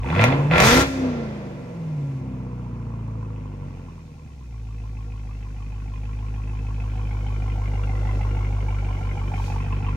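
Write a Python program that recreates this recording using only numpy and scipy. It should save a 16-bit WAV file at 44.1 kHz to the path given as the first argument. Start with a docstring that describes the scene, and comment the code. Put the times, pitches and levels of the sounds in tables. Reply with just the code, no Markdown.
"""In a workshop, behind a car on a lift: its supercharged V8 is blipped twice, coasts down and idles.
Each firing sends a pressure wave and a puff of gas down the pipes: the waves boom, the puffs chuff,
bark and tick. Under throttle the waves steepen to a crackling rasp. On the way down the engine runs
for a while on every second cylinder. At idle the listener steps up to a tailpipe and back."""
import sys
import numpy as np
from scipy import signal
from scipy.fft import rfft, irfft
from scipy.io import wavfile
from scipy.ndimage import uniform_filter1d

SR = 44100
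rng = np.random.default_rng(int(sys.argv[2]) if len(sys.argv) > 2 else 0)


def master_out(mix):
    """Clip the mix to full scale and print it as 16-bit PCM to the path in sys.argv[1]."""
    frames = np.transpose(np.atleast_2d(mix))
    ceiling = np.clip(frames, -1, 1)
    pcm = np.round(ceiling * 32767).astype(np.int16)
    wavfile.write(sys.argv[1], SR, pcm)


N = 439236
T = np.arange(N) / SR


def amp(db):
    """Decibels to gain."""
    return np.exp(np.asarray(db) * (np.log(10) / 20))


def unit_rms(x):
    """Scales to rms 1."""
    return x / np.sqrt(np.mean(x ** 2) + 1e-20)


def levelled(x, seconds):
    """Rides the gain to hold the running rms at 1."""
    size = int(seconds * SR)
    power = uniform_filter1d(uniform_filter1d(x ** 2, size), size)
    return x / np.sqrt(abs(power) + 1e-12)


def automation(table):
    """Each column of a time table at every sample."""
    s, *columns = np.transpose(table)
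    return [np.interp(T, s, column) for column in columns]


def at_pitch(table, hz):
    """Reads a table on a log-frequency axis."""
    f, value = np.transpose(table)
    return np.interp(np.log(hz + 1), np.log(f), value)


def clicks(at, sizes):
    """One click at each sample index."""
    return np.bincount(np.clip(at, 0, N - 1).astype(int), sizes, N)


def smeared(x, seconds, size=4096):
    """Bends and baffles spread a sharp front over a few milliseconds, leaving its colour alone."""
    spread = np.fft.fft(rng.standard_normal(size) * np.exp(-np.arange(size) / SR / seconds))
    allpass = spread / np.exp(np.conj(signal.hilbert(np.log(abs(spread) + 1e-9))))
    return signal.oaconvolve(x, np.fft.ifft(allpass).real[:size // 2])[:N]


# The exhaust's resonances. Each row: centre in Hz, width in Hz, boost in dB at full ring.
PIPE_MODES = [(54, 20, 9), (145.1, 41, 15.5), (255.5, 44.6, 16.5), (348.8, 8.6, 13), (484.1, 26.3, 15),
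              (542.5, 9.6, 7), (606, 15, 7.5), (687, 10, 11.5), (753, 7, 12.5), (886, 180, 4.5),
              (1010, 16, 10), (1128, 8, 15), (1373, 32, 18.5), (1760, 4.7, 4.5), (1880, 7.4, 4.5),
              (2056, 200, 7), (2360, 36, 7.5), (2473, 24, 11), (2610, 46, 5), (3070, 27, 14.5),
              (3430, 120, 11)]

def colour(x, spectrum, ring=0, band=None, size=8192):
    """Minimum-phase EQ: a spectrum, the pipe resonances to the depth ring, and an optional band in Hz."""
    hz = np.fft.rfftfreq(size, 1 / SR)
    modes_db = sum(boost / (1 + (2 * (hz - f) / width) ** 2) for f, width, boost in PIPE_MODES)
    db = at_pitch(spectrum, hz) + ring * modes_db
    if band:
        db -= 10 * np.log10(1 + (band[0] / (hz + 1)) ** 12 + (hz / band[1]) ** 12)
    log_gain = np.log(amp(np.maximum(db, -90)))
    response = np.exp(np.conj(signal.hilbert(np.r_[log_gain, log_gain[-2:0:-1]])))
    return signal.oaconvolve(x, np.fft.ifft(response).real[:size // 2])[:N]


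# Stabs of the throttle. Each row: times in seconds when it opens, the pipes are charged and it shuts,
# opening and closing times in seconds, first rasp in dB, full rasp in dB, steepening in dB.
THROTTLE_BLIPS = [(0, 0.228, 0.26, 0.19, 0.12, -40, -22, 8),
                  (0.497, 0.656, 0.8186, 0.03, 0.034, -23.5, -15, 27)]

def blip(opens, full, shuts, opening_s, closing_s):
    """One stab: how far the throttle is open and how far the pipes are charged, both 0-1."""
    opening = np.clip((T - opens) / opening_s, 0, 1) * np.exp(-np.maximum(T - shuts, 0) / closing_s)
    charge = np.clip((T - opens) / (full - opens), 0, 1)
    return opening, charge


# The rev curve. Each row: time in seconds, firings per second.
REVS = [(0.0, 46.0), (0.18, 97.6), (0.33, 139.3), (0.48, 145.6), (0.81, 276.0), (1.04, 260.0),
        (1.26, 217.63), (1.7, 176.71), (2.0, 144.48), (2.2, 130.77), (2.75, 116.76), (3.35, 105.4),
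        (3.66, 93.69), (3.82, 88.39), (4.2, 75.53), (4.55, 55.48), (4.8, 53.2), (5.1, 53.17), (5.4, 51.2),
        (5.7, 50.65), (6.25, 52.39), (7.1, 51.73), (7.8, 50.5), (8.55, 50.67), (9.05, 48.48), (9.5, 49.11),
        (9.96, 49.5)]
# The walk to the tailpipe and back. Each row: time in seconds, distance in metres.
WALK = [(5.4, 1.61), (6.4, 1.57), (6.9, 1.22), (7.3, 1.045), (8.15, 0.73), (8.6, .98), (9.1, 0.97),
        (9.96, 1.7)]
# The stretch on four cylinders, all in seconds: start, end, time to drop four, time to take them back.
FOUR_CYLINDER_SPELL = (2.17, 3.483, 0.066, 0.58)
FAR_M = 2.4  # the distance where closeness is 1

def controls():
    """The state: firing rate, throttle opening, share of running on four, listener's closeness."""
    rate, = automation(REVS)
    distance, = automation(WALK)
    throttle = sum(blip(*row[:5])[0] for row in THROTTLE_BLIPS)
    starts, ends, drop, back = FOUR_CYLINDER_SPELL
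    on_four = np.clip((T - starts) / drop, 0, 1) - np.clip((T - ends) / back, 0, 1)
    return rate, throttle, on_four, FAR_M / distance


# The mix, by layer. Each row: base level in dB at idle from afar, dB per doubling of speed,
# dB added by open throttle, dB added on four cylinders, power of closeness, weight of effort.
MIX = {"quarter": (-87.5, 25.5, 14, -7, -2.5, 0), "half": (-42.5, -7, -18, 5.5, 2.5, 0.5),
       "firing": (-29, -1.5, 1, -10.5, .5, 1), "octave": (-34.5, -9, 9, -3, 0.5838, 1.41),
       "lope": (-48, 6, 2.5, 6, 0.18, 1.2), "thump": (-53.5, 5, -4.5, 1.5, 0.5, 2.15),
       "chuff": (-66, 11, 6, -1, 1.78, 1.6), "bark": (-56, 4, 5, -1.5, 1.1, 2),
       "chatter": (-54.5, 0, 0, -2.5, 0, -5), "tick": (-65.5, 2.5, -4.5, -2.5, 0.72, 1.84),
       "hiss": (-69.5, 1, 6, -4, 0.73, 0.66)}

def fader(layer, state, effort_db, idle_rate=50):
    """A layer's gain in dB, from speed, throttle, working cylinders, closeness and effort."""
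    rate, throttle, on_four, closeness = state
    idle_db, speed_db, open_db, four_db, power, weight = MIX[layer]
    engine_db = idle_db + speed_db * np.log2(rate / idle_rate) + open_db * throttle + four_db * on_four
    return engine_db + power * 20 * np.log10(closeness) + weight * effort_db


# Each cylinder's voice, in firing order. Each row: extra push, extra push when on four,
# then accents in dB for chuff, low bark, high bark, tick and chatter.
CYLINDER_VOICES = [(1.1, 1.3, -2, -1, 5, 0, -5), (-.3, -.5, 0, -9, 0, 1, -30), (.1, .3, 3, -9, 0, 2, -3),
                   (-.7, -.8, 2, -6, -8, -2, -30), (-.1, .95, 0, 2, -5, -2, -3),
                   (.4, -.5, -2, 6, -9, 2, -30), (-1, .4, -3, 4, -9, 1, 1), (.5, -.4, -1, -3, 5, -2, -30)]

def firings(turns):
    """Sample index and cylinder of every firing; turns counts up by one per firing."""
    at = np.flatnonzero(np.diff(np.floor(turns)) > 0) + 1
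    return at, np.floor(turns[at]).astype(int) % len(CYLINDER_VOICES)


# The hall's decay. Each row: frequency in Hz, seconds to fall by 60 dB.
HALL_DECAY = [(100, 1.6), (500, 3), (2000, 2.5), (5000, 1.9), (10000, 0.58), (16000, .45)]

def hall_tail(seconds, onset_s):
    """Reflections for two ears, each band dying at its own speed, with equal energy at every pitch."""
    hz, t, bands = signal.stft(rng.standard_normal((2, int(seconds * SR))), SR, nperseg=256)
    fade = amp(-60 * t / at_pitch(HALL_DECAY, hz)[:, None]) * (1 - np.exp(-t / onset_s))
    tail = signal.istft(bands * fade / np.linalg.norm(fade, axis=1, keepdims=True), SR, nperseg=256)[1]
    return tail / np.linalg.norm(tail[0])


# How dry the exhaust arrives. Each row: frequency in Hz, share that comes straight.
DIRECT_SHARE = [(60, 0.33), (130, 0.88), (290, 0.74), (640, 0.17), (1400, 0.16), (3100, 0.074),
                (7000, 0.052), (15000, .1)]
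# Its lean in the stereo image. Each row: frequency in Hz, left minus right in dB.
PAN = [(200, 0), (700, -1.3), (1300, -.3), (2400, 1), (4400, 4.5), (7000, 4), (10000, .5)]

def workshop(x, lead_s=0.00036, near_s=0.02, tail_db=-15, size=4096):
    """Straight sound, quick reflections off the car and the lift, and the long tail of the hall."""
    hz, t = np.fft.rfftfreq(size, 1 / SR), np.arange(size) / SR
    near = rfft(rng.standard_normal(size) * np.exp(-t / near_s))
    near /= np.sqrt(uniform_filter1d(abs(near) ** 2, size=15))
    direct = np.clip(at_pitch(DIRECT_SHARE, hz), 0, 1)
    # reflections from the sides reach the two ears in opposite phase
    side = near * np.sqrt((1 - direct) / (1 + direct))
    # long waves reach both ears equally loud, the left a little earlier
    treble = hz ** 4 / (hz ** 4 + 600 ** 4)
    side = treble * side + (1 - treble) * 1j * np.pi * hz * lead_s
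    tilt = amp(at_pitch(PAN, hz) / 2)
    pad = size // 8
    ears = np.roll(irfft(np.array([(1 + side) * tilt, (1 - side) / tilt])), pad, axis=1)
    close = signal.oaconvolve(x[None], ears, axes=1)[:, pad:pad + N]
    # the bass stays out of the hall's echo, dry and centred
    send = signal.sosfilt(signal.butter(2, 300, "high", fs=SR, output="sos"), x)
    hall = signal.oaconvolve(send[None], hall_tail(seconds=1.6, onset_s=0.0036), axes=1)[:, :N]
    return close + amp(tail_db) * hall


# Short rushes of air. Each row: time of the peak in seconds, level in dB.
AIR_RUSHES = [(.87, -46), (9.459, -52)]
# The tone of the hiss. Each row: frequency in Hz, gain in dB.
HISS_EQ = [(2200, -20), (3400, 8.5), (4500, 10), (6300, 9.5), (7500, 4.5), (9000, 0), (12000, -4),
           (15500, -9.5)]

def hiss(state, flow_db, rise_s=0.1, fall_s=.11):
    """A bed of hiss that follows the gas flow and swells briefly with each rush of air."""
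    rushes = sum(amp(db) * np.exp(-np.maximum((s - T) / rise_s, (T - s) / fall_s))
                 for s, db in AIR_RUSHES)
    air = unit_rms(colour(rng.standard_normal(N), HISS_EQ))
    return np.hypot(amp(fader("hiss", state, flow_db)), rushes) * air


# The swirl inside a puff. Each row: frequency in Hz, gain in dB.
SWIRL_EQ = [(300, 3), (420, -3), (650, -2), (850, -3), (1250, -15), (1700, -14.5), (2300, -8.5),
            (2900, -17.5), (3600, -15)]

def puff(turns, cylinder_db, band, ring_hz, ping, delay, length, between,
         scatter_db=2, wander=0.088, merge_hz=105, ring=0.79):
    """Each firing lets out a burst that rings the pipe; at speed the bursts merge into a steady flow.
    ping is a burst's pitched share, between the flow in the gaps; delay and length count in firings."""
    firing, age = np.divmod(turns - delay + len(CYLINDER_VOICES), 1)
    firing = firing.astype(int)
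    luck, detune = rng.standard_normal((2048, 2)).T
    size = amp(np.resize(cylinder_db, len(luck)) + scatter_db * luck)[firing]
    flow = between + (np.gradient(turns) * SR / merge_hz) ** 4 / 2
    burst = size * age / length * np.exp(1 - age / length)
    swirl = levelled(colour(rng.standard_normal(N), SWIRL_EQ, band=band), 0.0031)
    note_hz = ring_hz * (1 + wander * detune)[firing]
    note = np.sqrt(2) * np.cos(2 * np.pi * np.cumsum(note_hz) / SR)
    jet = flow * swirl + burst * (np.sqrt(1 - ping) * swirl + np.sqrt(ping) * note)
    return levelled(colour(jet, [(20, 0), (20000, 0)], ring=ring, band=band), .25)


def gas_puffs(turns, state, flow_db, bounce=0.18, bark_at_s=8.683, barking_cylinder=5):
    """Puffs in several registers, from chuff up to tick, with their bounce off the concrete floor."""
    chuff_db, bark_db, tick_db, chatter_db = (
        fader(layer, state, flow_db) for layer in ("chuff", "bark", "tick", "chatter"))
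    # the cylinder with the strongest low bark fires at bark_at_s
    shift = round(np.interp(bark_at_s, T, turns)) - barking_cylinder
    chuff, low_bark, high_bark, tick, chatter = np.roll(CYLINDER_VOICES, shift, axis=0).T[2:]
    on_four, closeness = state[2:]
    bounce_s = .00093 * closeness ** .4
    # the low bark and the upper ring of the tick carry only close to the pipe
    reach_db = np.interp(FAR_M / closeness, [0.78, FAR_M], [0, -7])
    # the tick is strongest where its floor bounce arrives in step
    tick_hz = np.minimum(3 / bounce_s, 2500)
    puffs = amp(chuff_db) * puff(
        turns, chuff, (290, 640), ring_hz=370.4, ping=.39, delay=-.29, length=.37, between=.09)
    puffs += amp(bark_db - 8.5 + reach_db) * puff(
        turns, low_bark, (670, 1000), ring_hz=800, ping=.6, delay=-.4, length=.24, between=.08,
        scatter_db=1.5, wander=.055)
    puffs += amp(bark_db - 10) * puff(
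        turns, high_bark, (940, 1220), ring_hz=1080, ping=.55, delay=-.36, length=.28, between=.14,
        wander=.035, ring=.4)
    # a wheeze above the barks is much the same for all cylinders
    puffs += amp(bark_db - 15) * puff(
        turns, tick, (1250, 1650), ring_hz=1390, ping=.2, delay=-.33, length=.25, between=.3,
        scatter_db=3, ring=.5)
    puffs += amp(tick_db) * puff(
        turns, tick, (1800, 3000), ring_hz=tick_hz, ping=.5, delay=-.24, length=.19, between=.08,
        scatter_db=3, wander=.05, ring=.35)
    puffs += amp(tick_db - 6 + reach_db) * puff(
        turns, tick, (2600, 3200), ring_hz=np.minimum(1.29 * tick_hz, 3060), ping=.5, delay=-.24,
        length=.2, between=.12, scatter_db=3.6, wander=.035, ring=.2)
    # on four cylinders the few firings stay apart and chatter
    puffs += on_four * amp(chatter_db) * puff(
        turns, chatter, (900, 1500), ring_hz=1080, ping=.4, delay=.51, length=.3, between=.2,
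        merge_hz=400, ring=.45)
    return (puffs + bounce * np.interp(T - bounce_s, T, puffs)) / np.hypot(1, bounce)


# The tones of the lope and of the thump. Each row: frequency in Hz, gain in dB.
LOPE_EQ = [(20, -39.5), (40, -1), (62, 1), (100, 14), (170, 6), (215, 8), (290, -6.5), (345, -8),
           (420, -19), (600, -19), (800, -31.5), (1500, -59)]
THUMP_EQ = [(100, -8), (148, 3), (200, 4), (250, -6), (300, -1), (345, -9.5), (395, -10), (445, 1.5),
            (490, -13.5), (600, -29.5), (900, -43)]

def lope(turns, state, flow_db, scatter_shut=.15, scatter_open=.9, thump_scatter_db=2):
    """Unequal cylinders fill the gaps between the firing tones; each working one thumps the pipes."""
    at, cylinder = firings(turns)
    _, throttle, on_four, _ = (control[at] for control in state)
    scatter = scatter_shut + (scatter_open - scatter_shut) * throttle
    eight, four = np.array(CYLINDER_VOICES)[cylinder, :2].T
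    push = (1 - on_four) * eight + on_four * four + scatter * rng.standard_normal(len(at))
    working = 1 - on_four + on_four * np.maximum(four, 0)
    strength = working * amp(thump_scatter_db * rng.standard_normal(len(at)))
    thumps = levelled(colour(clicks(at, strength), THUMP_EQ, ring=0.95, band=(125, 900)), 0.17)
    uneven = levelled(colour(clicks(at, push), LOPE_EQ, ring=0.78), 0.091)
    return amp(fader("lope", state, flow_db)) * uneven + amp(fader("thump", state, flow_db)) * thumps


# Lumps on the overrun. Each row: start in seconds, level in dB.
OVERRUN_LUMPS = [(0.869, -21), (3.613, -32), (3.649, -34), (3.675, -28), (4.115, -35), (4.25, -33),
                 (4.329, -36)]

def lumps():
    """One cylinder fires much harder and thuds down the pipes."""
    s, db = np.transpose(OVERRUN_LUMPS)
    thuds = colour(clicks(s * SR, amp(db)), LOPE_EQ, ring=1, band=(40, 300))
    return amp(db.max()) * thuds / abs(thuds).max()


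# Single hard barks. Each row: start in seconds, pitch in Hz, peak in dB before the trim.
TAILPIPE_BARKS = [(0.044, 920, -23.5), (9.318, 858, -24), (9.338, 780, -27), (9.398, 890, -26),
                  (9.48, 837, -33), (9.5, 794, -23.5), (9.559, 885, -25.5), (9.722, 1060, -30),
                  (9.885, 1030, -24.5)]

def barks(rise_s=0.0022, decay_s=0.0046, rough=0.29, trim_db=-3):
    """A hard puff makes the tailpipe ring briefly."""
    t, out = np.arange(0, .08, 1 / SR), np.zeros(N)
    envelope = (1 - np.exp(-t / rise_s)) * np.exp(-t / decay_s)
    for s, hz, db in TAILPIPE_BARKS:
        flutter = unit_rms(uniform_filter1d(rng.standard_normal(len(t)), size=100))
        ring = envelope * (1 + rough * flutter) * np.sin(2 * np.pi * hz * t)
        out += amp(db + trim_db) * np.interp(T - s, t, ring / abs(ring).max(), 0, 0)
    return out


# Sharp cracks in the pipes. Each row: start in seconds, level in dB, snap in dB, both before the trims.
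PIPE_CRACKS = [(.033, -27.5, -53), (.062, -25.5, -61), (.102, -16.5, -38), (.152, -22, -35.5),
               (.142, -29, -44), (.162, -14, -41), (.194, -5, -42), (.213, -12.5, -22), (.232, -11.5, -27),
               (.221, -12.5, -30), (0.2397, -1, -10.5), (.264, -14, -57), (.302, -16.5, -46),
               (.324, -12.5, -49), (.379, -28.5, -52), (0.512, -8, -37), (.536, -6.5, -36),
               (.559, -5.5, -29), (.581, -3, -14), (0.6023, -1.5, -4.5), (.622, -4.5, -14),
               (.733, -8.5, -17.5)]
# The tone of a crack, and the treble of snap and sizzle. Each row: frequency in Hz, gain in dB.
CRACK_EQ = [(200, -13), (600, 20.5), (1400, -7), (1900, 12.5), (2200, 9.5), (2650, 13.5), (2950, -2),
            (3600, 0), (4500, -14), (7000, -41), (15000, -56)]
SIZZLE_EQ = [(2200, -14), (3500, 3.5), (4500, 3), (6200, 4.5), (7200, -0.5), (9000, -7), (12000, -6.5),
             (15500, -14.5)]

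def cracks(trim_db=-2, snap_trim_db=-5, spread_s=0.0035, snap_spread_s=0.0059):
    """The hardest shocks stand out as cracks, some with a snap far up the treble."""
    s, db, snap_db = np.transpose(PIPE_CRACKS)
    ringing = colour(smeared(clicks(s * SR, amp(db)), spread_s), CRACK_EQ, ring=0.83)
    snap = colour(smeared(clicks(s * SR, amp(snap_db)), snap_spread_s), SIZZLE_EQ)
    return (amp(db.max() + trim_db) * ringing / abs(ringing).max()
            + amp(snap_db.max() + snap_trim_db) * snap / abs(snap).max())


def rasp_envelopes(sag_db_per_s=36.5, sizzle_db=-36):
    """Body and sizzle gains: the waves steepen as a stab charges the pipes, then the rasp eases."""
    body, sizzle = 0, 0
    for opens, full, shuts, opening_s, closing_s, first_db, full_db, steep_db in THROTTLE_BLIPS:
        opening, charge = blip(opens, full, shuts, opening_s, closing_s)
        sag_db = sag_db_per_s * np.maximum(T - full, 0)
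        gain = opening * amp(first_db + (full_db - first_db) * charge - sag_db)
        body += gain
        sizzle += gain * amp(sizzle_db + steep_db * charge ** 1.1 * opening ** .5)
    return body, sizzle


# The tones of the rasp's body and of the clattering steel. Each row: frequency in Hz, gain in dB.
RASP_EQ = [(40, 12.5), (150, 6.5), (300, -12), (450, 1), (700, 0.5), (1100, 1.5), (1250, 1.5), (1700, 2),
           (2600, -3), (3100, -11.5), (3800, -14), (5000, -17.5), (9000, -90)]
CLATTER_EQ = [(500, -41), (900, 17), (1200, -16), (1500, -29), (1850, -1), (2200, 1), (2650, 1.5),
              (2900, -7), (3500, -22), (4200, -30), (8000, -40)]

def rasp(turns, throttle, clatter_db=-36, turbulence=.55, spread_s=.006, jitter_s=.00018):
    """Under throttle each firing arrives as a shock, followed by a jet of gas, and the steel clatters."""
    body_gain, sizzle_gain = rasp_envelopes()
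    at, cylinder = firings(turns)
    size, slip, knock = rng.standard_normal((len(at), 3)).T
    shock_db = 2.5 * size + 4 * np.array(CYLINDER_VOICES)[cylinder, 0]
    shocks = clicks(at + jitter_s * SR * slip, amp(shock_db))
    jet = unit_rms((0.38 + np.exp(-(turns % 1))) * rng.standard_normal(N))
    drive = smeared(levelled(shocks, 0.091), spread_s) + turbulence * jet
    body = levelled(colour(drive, RASP_EQ, ring=0.74, band=(45, 12000)), 0.025)
    sizzle = levelled(colour(drive + jet, SIZZLE_EQ), 0.03)
    knocks = smeared(clicks(at, amp(5 * knock)), spread_s)
    clatter = levelled(colour(knocks, CLATTER_EQ, ring=0.9), .08)
    return body_gain * body + sizzle_gain * sizzle + throttle * amp(clatter_db) * clatter


# How well pipes and bay carry a pure tone. Each row: frequency in Hz, gain in dB.
TONE_CARRY = [(25.0, -41), (44.0, -3), (53.0, -0.5), (62.0, -5), (80.0, -8.5), (98.0, -0.3), (109.0, 2.5),
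              (124.0, -4.5), (143.0, -0.5), (156.0, 0.5), (169.0, -0.5), (183.0, -17), (225.0, -5),
              (243.0, -5), (256.0, 2.5), (275.0, 0.5), (292.0, -5), (340.0, -9.5), (560.0, 8)]

def boom(turns, state, pressure_db, lead_s=0.000089, lumpy_from_s=9.0, sag_depth=0.54):
    """The clean pressure wave of the firings, its octave and the slower throbs of unequal cylinders."""
    count = np.arange(-2, 1400)
    push = 1 + .035 * np.interp(turns, count, rng.standard_normal(len(count)))
    # from lumpy_from_s on, the firing tone sags once in every engine cycle
    cycles = (turns - np.interp(lumpy_from_s, T, turns)) / len(CYLINDER_VOICES)
    sag = 1 - sag_depth * (cycles > -.5) * np.cos(np.pi * cycles) ** 4
    tones = 0
    for layer, multiple, phase, size in [("quarter", .25, 0, 1), ("half", .5, 0, 1),
                                         ("firing", 1, 0, sag), ("octave", 2, 0.88, 1)]:
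        db = fader(layer, state, pressure_db) + at_pitch(TONE_CARRY, multiple * state[0])
        tones += size * amp(db) * np.cos(2 * np.pi * multiple * turns + phase)
    wave = np.sqrt(2) * push * tones
    # the wave reaches the left ear first
    return np.array([np.interp(T + side * lead_s / 2, T, wave) for side in (1, -1)])


# How hard the cylinders work. Each row: time in seconds, relative pressure in dB, relative flow in dB.
ENGINE_EFFORT = [(0.0, 0.5, 4.5), (0.04, 1.5, 5), (0.07, 4, 10.5), (0.25, 9.5, 8.5), (0.45, 11.5, 8.5),
                 (0.7, 9.5, 3), (0.8, 6.5, 5), (0.87, 0, -5), (1.04, 6.5, 2.5), (1.6, -9.5, -1),
                 (2.0, 5, -0.5), (2.17, 4, -0.5), (2.26, 6.5, 0.5), (2.6, 7, -0.5), (3.15, 6, -0.5),
                 (3.7, -1.5, 0.5), (4.1, -9, -2.5), (4.5, -4.5, -1.5), (4.8, -3.5, 0.5), (5.5, -4.5, 1.5),
                 (6.3, -1, 3), (8.5, 1.5, 4), (9.1, 0.5, 5), (9.96, 4, 8)]

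def scene():
    """One crankshaft drives the running layers; the boom stays dry, the rest sounds in the workshop."""
    state = controls()
    rate, throttle = state[:2]
    pressure_db, flow_db = automation(ENGINE_EFFORT)
    turns = np.cumsum(rate) / SR - .16
    exhaust = lope(turns, state, flow_db) + gas_puffs(turns, state, flow_db) + hiss(state, flow_db)
    exhaust += rasp(turns, throttle) + cracks() + barks() + lumps()
    return boom(turns, state, pressure_db) + workshop(exhaust)


def record(dry, cutoff_hz=15800):
    """Peaks round off near full scale, then a steep low-pass trims the very top."""
    rounded = dry / (1 + dry ** 6) ** (1 / 6)
    lowpass = signal.firwin(511, cutoff_hz, window=("kaiser", 9), fs=SR)
    return signal.oaconvolve(rounded, lowpass[None], "same")


dry = scene()
out = record(dry)
master_out(out)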